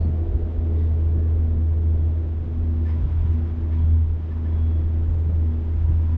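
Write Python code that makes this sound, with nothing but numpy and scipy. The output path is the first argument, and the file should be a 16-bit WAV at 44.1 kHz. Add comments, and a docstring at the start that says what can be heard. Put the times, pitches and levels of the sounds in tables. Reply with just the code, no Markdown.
"""Inside a gliding gondola

The twisted haul rope runs over the sheaves of a receding tower and sends a low, swelling drone down
the hanger. The cabin responds as a resonator: its shell booms and thumps softly, with faint ticks,
and its panels ring. Air rushes outside, another cabin passes, a fitting rubs now and then,
and two faint whistles come and go."""
import sys
import numpy as np
from scipy import signal
from scipy.fft import rfft, irfft
from scipy.io import wavfile

SR = 44100
rng = np.random.default_rng(int(sys.argv[2]) if len(sys.argv) > 2 else 0)


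def persist_wave(psi):
    """Save psi, clipped to +-1, as 16-bit WAV."""
    counts = np.round(np.clip(psi, -1, 1) * 32767).astype(np.int16)
    wavfile.write(sys.argv[1], SR, np.atleast_2d(counts).T)


N = 272097
TIME = np.arange(N) / SR
FREQS = np.maximum(np.arange(N // 2 + 1) * SR / N, 1)

# fundamental of the rope's drone: t/s, level/dB
FUNDAMENTAL = [(0.06, -19.5), (0.46, -26), (0.73, -19.5), (2.01, -18.5), (2.51, -27), (2.63, -21),
               (2.94, -20.5), (3.0, -22.5), (3.34, -19.5), (3.56, -25.5), (3.94, -15), (4.28, -27),
               (4.6, -19), (4.95, -21.5), (5.46, -18.5), (5.64, -24.5), (5.9, -17), (6.1, -19.5)]
# its third harmonic: t/s, level/dB
THIRD_HARMONIC = [(0.04, -50.5), (0.85, -40.5), (1.15, -52.5), (1.33, -41.5), (1.6, -35.5), (1.75, -53),
                  (1.88, -42), (2.06, -51.5), (2.5, -41), (2.8, -34.5), (3.0, -41.5), (3.2, -51.5),
                  (3.38, -34), (3.47, -42.5), (3.58, -32.5), (3.7, -50.5), (3.79, -39), (4.2, -51),
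                  (4.36, -35.5), (4.54, -48), (4.63, -37), (5.1, -43.5), (5.37, -59), (5.46, -35.5),
                  (5.7, -43.5), (6.12, -41.5)]
# its weak overtones: harmonic number, level/dB
OVERTONES = [(2, -60), (4, -61), (5, -60)]
# dips of the drone at jolts: t/s, half-length/s, fraction lost
STUTTERS = [(0.263, 0.017, 0.77), (0.333, 0.013, .45), (3.055, 0.014, 0.7), (3.213, 0.016, 0.37),
            (5.924, 0.012, 0.4)]
# spectrum of the shell's boom: f/Hz, relative density/dB
BOOM_SPECTRUM = [(8, -19), (18, -1), (30, 1), (62, -6), (80, -6.5), (100, -9), (130, -9.5), (165, -18.5),
                 (230, -24), (400, -46.5)]
# envelope of the panels' vibration: t/s, relative level/dB
PANEL_ENVELOPE = [(0, -35), (.35, -37.5), (.95, -41), (1.45, -40.5), (2.5, -42), (3.6, -43), (4.2, -44),
                  (5.0, -39), (6.1, -44)]
# spectrum of their rumble: f/Hz, relative density/dB
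PANEL_SPECTRUM = [(80, -13.5), (140, -1.5), (205, 3), (280, 1), (330, 1), (375, -7), (470, -10),
                  (560, -11.5), (720, -19), (1000, -30), (2000, -41.5)]
# their modes: f/Hz, bandwidth/Hz, level/dB re the envelope
PANEL_MODES = [(203.4, 14, -12.5), (311, 26, -15), (397.6, 6, -13), (426.4, 8, -14), (505, 33, -20),
               (617.7, 11, -21), (747, 61, -23.5)]
# surging hum of one panel: t/s, relative level/dB
PANEL_HUM = [(0, -61), (.16, -41), (.45, -43), (.58, -55), (.72, -37.5), (.9, -55.5), (1.15, -40.5),
             (1.38, -50), (1.55, -43.5), (1.78, -50.5), (1.9, -38.5), (2.1, -48.5), (2.76, -45.5),
             (3.15, -58.5), (3.36, -44.5), (3.62, -46.5), (3.8, -52.5), (4.55, -59), (4.98, -41.5),
             (5.22, -58), (5.64, -46.5), (6.1, -58.5)]
# air along the windows: t/s, relative level/dB
AIR_ENVELOPE = [(0, -59), (.85, -59), (1.9, -60.5), (2.6, -59), (3.2, -56), (4.15, -59.5), (4.55, -57),
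                (5.2, -59), (6.1, -57)]
# its spectrum behind the glazing: f/Hz, relative density/dB
AIR_SPECTRUM = [(250, -5), (550, 2.5), (900, 2.5), (1100, 0), (1400, -3.5), (2000, -7.5), (2700, -12),
                (3500, -14.3), (4300, -22), (5200, -24.5), (6800, -30.5), (7600, -36), (8400, -44.5),
                (9200, -66)]
# surges of the vent's resonance: t/s, half-length/s, level/dB
VENT_SURGES = [(2.93, .08, -59), (3.27, 0.08, -58), (3.785, .06, -52.5), (4.365, .04, -54),
               (4.525, .033, -53), (6.0, .17, -60)]
# resonances of the tower's wheels: f/Hz, bandwidth/Hz, relative level/dB
SHEAVE_MODES = [(420.3, 10, -2.5), (475, 42, -4), (657, 130, -8.5)]
# thumps of the shell: t/s, peak level/dB, f/Hz
THUMPS = [(0.102, -19, 109), (0.293, -20, 42), (0.354, -16, 58), (0.44, -25, 45), (0.585, -20, 45.7),
          (1.175, -29, 125), (2.02, -28, 121.5), (2.59, -25.5, 42), (3.041, -15.5, 58), (3.058, -23, 124.6),
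          (3.206, -18, 40.2), (3.252, -20, 107.4), (3.298, -24, 44), (3.848, -24.5, 131.6),
          (5.102, -20, 45.3), (5.138, -21.5, 111), (5.298, -21.5, 128.7), (5.771, -23, 44),
          (5.842, -20.5, 50.2), (5.903, -19.5, 124.7), (5.922, -19, 45.2)]
# modes of a thump: frequency ratio, relative level/dB, half-length/cycles
SHELL_MODES = [(1, 1, 0.91), (2.098, -12.5, 1.9)]
# bursts of ticks at some jolts: t/s, half-length/s, gain/dB
TICK_BURSTS = [(.11, .011, -55), (.29, .006, -59), (.35, .012, -63), (3.205, .011, -59), (5.1, .007, -54.5),
               (5.902, 0.012, -56.5)]
# swells of the lower whistle: t/s, half-length/s, level of its tone/dB
LOW_WHISTLE = [(.5, 0.098, -81), (2.02, 0.17, -75.5), (3.05, .22, -76.5), (3.87, 0.16, -73),
               (4.68, 0.2, -68.5)]
# swells of the higher whistle: t/s, half-length/s, level/dB
HIGH_WHISTLE = [(5.13, .08, -78.5), (5.3, .13, -81.5), (5.68, 0.2, -86), (6.08, 0.19, -86)]
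# whoosh of the oncoming cabin: f/Hz, bandwidth/Hz, relative level/dB
WHOOSH_BANDS = [(2020, 200, -6), (3570, 410, -8), (4700, 900, -16)]
# rubs of a fitting: t/s, length/s, relative level/dB, squeak/dB re the rub, relative grit level/dB
RUBS = [(2.853, 0.15, -49.5, -2, -70), (3.304, 0.11, -58, -14, -73), (3.702, 0.19, -51, -10.5, -96),
        (4.306, 0.086, -55.5, 0, -79), (4.451, 0.094, -56, 2.5, -77)]
# spectrum of its dry scrape: f/Hz, relative density/dB
SCRAPE_SPECTRUM = [(700, -7), (900, -2.5), (985, 2.5), (1100, 1), (1450, -11), (1800, -3), (2250, -4.5),
                   (2700, -11), (4500, -22), (7000, -36), (8700, -40), (10000, -62)]
# spectrum of the grit as it breaks loose: f/Hz, relative density/dB
GRIT_SPECTRUM = [(2500, -7.5), (5500, 3.5), (7500, -0.5), (9300, -9), (10600, -26), (11700, -14),
                 (13100, -13), (14300, -35)]
# its modes: f/Hz, waver rate/Hz, relative level/dB, rise time as a fraction of the scrape's rise time, extra
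# growth/(dB/dB)
SQUEAK_MODES = [(1755, 34, 3, 0.44, 0), (1980, 46, -9.5, 1.0, 1.8), (4990, 140, -15, 0.85, 2)]


def undb(db):
    """Amplitude grows tenfold for every 20 dB."""
    return 10 ** (np.asarray(db) / 20)


def envelope(table):
    """Linear interpolation gives the level in dB at every sample."""
    return np.interp(TIME, *np.transpose(table))


def swell(centre_s, half_s):
    """A Gaussian pulse falls to 1/e one half-length from its centre."""
    return np.exp(-((TIME - centre_s) / half_s) ** 2)


def swells(table):
    """Gaussian pulses superpose into one gain curve."""
    return sum(undb(db) * swell(centre, half) for centre, half, db in table)


def strike(start_s, rise_s):
    """A critically damped response rises quickly to 1 and falls more slowly."""
    age = np.maximum(TIME - start_s, 0) / rise_s
    return age * np.exp(1 - age)


def noise(gain):
    """Filtered white noise takes the filter's spectrum; rms 1."""
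    x = irfft(rfft(rng.standard_normal(N)) * gain, N)
    return x / np.std(x)


def coloured(spectrum):
    """Spectral shaping: noise follows the listed points and rolls off beyond them; rms 1."""
    hz, db = np.transpose(spectrum)
    skirts = np.minimum(FREQS / hz[0], 1) * np.minimum(hz[-1] / FREQS, 1) ** 3
    return noise(undb(np.interp(np.log(FREQS), np.log(hz), db)) * skirts)


def ring(hz, width):
    """A randomly driven resonator passes a narrow band; rms 1."""
    return noise(1 / (1 + ((FREQS - hz ** 2 / FREQS) / (1.3 * width)) ** 2))


def resonances(modes):
    """Independently driven modes superpose."""
    return sum(undb(db) * ring(hz, width) for hz, width, db in modes)


def drift(rate_hz):
    """Low-pass noise wanders no faster than about its cutoff; rms 1."""
    return noise(1 / (1 + (FREQS / rate_hz) ** 4))


def whine(hz, waver_rad, rate_hz):
    """Random phase modulation broadens a pure tone; rms 1."""
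    return np.sqrt(2) * np.sin(2 * np.pi * hz * TIME + waver_rad * drift(rate_hz))


def rope(strand_hz=80.49, wander_hz=0.3):
    """Periodic forcing: strands bump over the sheaves, giving a near sine with wavering harmonics."""
    phase = 2 * np.pi * np.cumsum(strand_hz + wander_hz * drift(1.21)) / SR
    first = undb(envelope(FUNDAMENTAL) + 0.76 * drift(20)) * np.sin(phase)
    third = undb(envelope(THIRD_HARMONIC) + 2.67 * drift(4.1)) * np.sin(3 * phase + 0.39 * drift(2.8))
    rest = sum(undb(db + 5.3 * drift(4.2)) * np.sin(k * phase + 0.93 * drift(20)) for k, db in OVERTONES)
    dips = sum(lost * swell(centre, half) for centre, half, lost in STUTTERS)
    return np.sqrt(2) * np.clip(1 - dips, 0, 1) * (first + third + rest)


def cabin(hum_hz=338.2):
    """Forced vibration: the shell booms, the panels rumble and ring in their modes, and one hums."""
    boom = undb(-32 + drift(1.5)) * coloured(BOOM_SPECTRUM)
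    rumble = undb(-0.5 + 2.2 * drift(6.3)) * coloured(PANEL_SPECTRUM)
    panels = undb(envelope(PANEL_ENVELOPE)) * (rumble + resonances(PANEL_MODES))
    hum = undb(envelope(PANEL_HUM) + 2.5 * drift(9) - 1) * whine(hum_hz, 0.79, 5)
    return boom + panels + hum


def air(vent_hz=977, vent_growth=1.8, reference_db=-58):
    """Flow noise, dulled by the glazing; a vent resonance grows with the flow and surges at times."""
    air_db = envelope(AIR_ENVELOPE)
    rush = undb(air_db + 5 + 0.52 * drift(30)) * coloured(AIR_SPECTRUM)
    vent = undb(-66 + vent_growth * (air_db - reference_db)) * ring(vent_hz, 22)
    surge = undb(-4) * whine(vent_hz, 0.9, 22) + undb(-2.5) * ring(vent_hz, 55)
    return rush + vent + swells(VENT_SURGES) * surge


def tower(start_db=-43, fade_db_per_s=4.5):
    """Attenuation with distance: the ringing of the tower's wheels fades as the cabin draws away."""
    return undb(start_db - fade_db_per_s * TIME) * resonances(SHEAVE_MODES)


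def hiss():
    """Narrow-band noise is heard as a thin hiss, dying quickly as the cabin leaves the tower."""
    return undb(-66.5) * swell(0, 0.064) * ring(4320, 240)


def thumps():
    """Heavy damping: a jolt flexes the shell's modes for only a cycle or two."""
    out = np.zeros(N)
    for centre, peak_db, hz in THUMPS:
        for ratio, db, half_cycles in SHELL_MODES:
            mode_hz = ratio * hz
            phase = 2 * np.pi * (mode_hz * (TIME - centre) + rng.random())
            out += undb(peak_db + db) * swell(centre, half_cycles / mode_hz) * np.sin(phase)
    return out


def shudder(relative_db=-14.5, half_s=0.09, fractional_width=0.41):
    """Broad resonance: around each thump the shell shakes loosely near the same frequency."""
    return sum(undb(peak_db + relative_db) * swell(centre, half_s) * ring(hz, fractional_width * hz)
               for centre, peak_db, hz in THUMPS)


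def ticks(mean_gap_s=0.004, cutoff_hz=5000, fizz_db=-28.5):
    """Impulses are broadband: high-passed, an irregular train of them chatters over a faint fizz."""
    gaps = mean_gap_s * rng.uniform(0.5, 1.5, size=N // 50)
    onsets = (np.cumsum(gaps) * SR).astype(int)
    clicks = np.bincount(onsets[onsets < N], minlength=N)
    fizz = undb(fizz_db) * rng.standard_normal(N)
    highpass = signal.butter(2, cutoff_hz, "high", fs=SR, output="sos")
    return swells(TICK_BURSTS) * signal.sosfilt(highpass, clicks + fizz)


def whistles(low_hz=3338, high_hz=7175):
    """Narrow bands carry pitch: two faint whistles swell and fade, the lower airy, the higher hissy."""
    low = whine(low_hz, 0.6, 16) + undb(-6) * ring(low_hz, 110)
    return swells(LOW_WHISTLE) * low + swells(HIGH_WHISTLE) * ring(high_hz, 70)


def oncoming_cabin():
    """A passing source swells and fades: a soft whoosh and rough whine, then a briefer, lower whine."""
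    whoosh = undb(-61.5) * swell(0.82, 0.12) * resonances(WHOOSH_BANDS)
    nearing = undb(-67.5) * swell(0.83, 0.15) * whine(1955, 1.1, 45)
    leaving = undb(-65) * swell(1.225, 0.08) * whine(1710, 0.8, 35)
    return whoosh + nearing + leaving


def fitting(hard_rub_db=-48.5, grit_rise_s=0.016, roughness_db=1.5):
    """Friction: a fitting breaks loose with grit, scrapes and squeaks; hard slips favour upper modes."""
    scrape, grit = coloured(SCRAPE_SPECTRUM), coloured(GRIT_SPECTRUM)
    tones = [whine(hz, 0.95, rate_hz) for hz, rate_hz, *_ in SQUEAK_MODES]
    out = np.zeros(N)
    for start, length, rub_db, squeak_db, grit_db in RUBS:
        rise_s = length / 4
        out += undb(grit_db) * strike(start, grit_rise_s) * grit
        out += undb(rub_db) * strike(start, rise_s) * scrape
        for (_, _, mode_db, fraction, growth), tone in zip(SQUEAK_MODES, tones):
            tone_db = rub_db + squeak_db + mode_db + growth * (rub_db - hard_rub_db)
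            out += undb(tone_db) * strike(start, rise_s * fraction) * tone
    return out * undb(roughness_db * drift(70) - 4)


def scene():
    """Superposition: the pressures of all sources add at a seat in the cabin."""
    steady = rope() + cabin() + air()
    passing = tower() + hiss() + thumps() + shudder() + ticks() + whistles() + oncoming_cabin() + fitting()
    return (steady + passing)[None]


def record(dry, fade_s=0.008, cutoff_hz=15500):
    """Tapering and band limiting: short fades prevent clicks, and a steep low-pass cuts the top."""
    fade = np.clip(np.minimum(TIME, TIME[-1] - TIME) / fade_s, 0, 1)
    lowpass = signal.ellip(8, 0.2, 70, cutoff_hz, fs=SR, output="sos")
    return signal.sosfilt(lowpass, dry * fade)


dry = scene()
out = record(dry)
persist_wave(out)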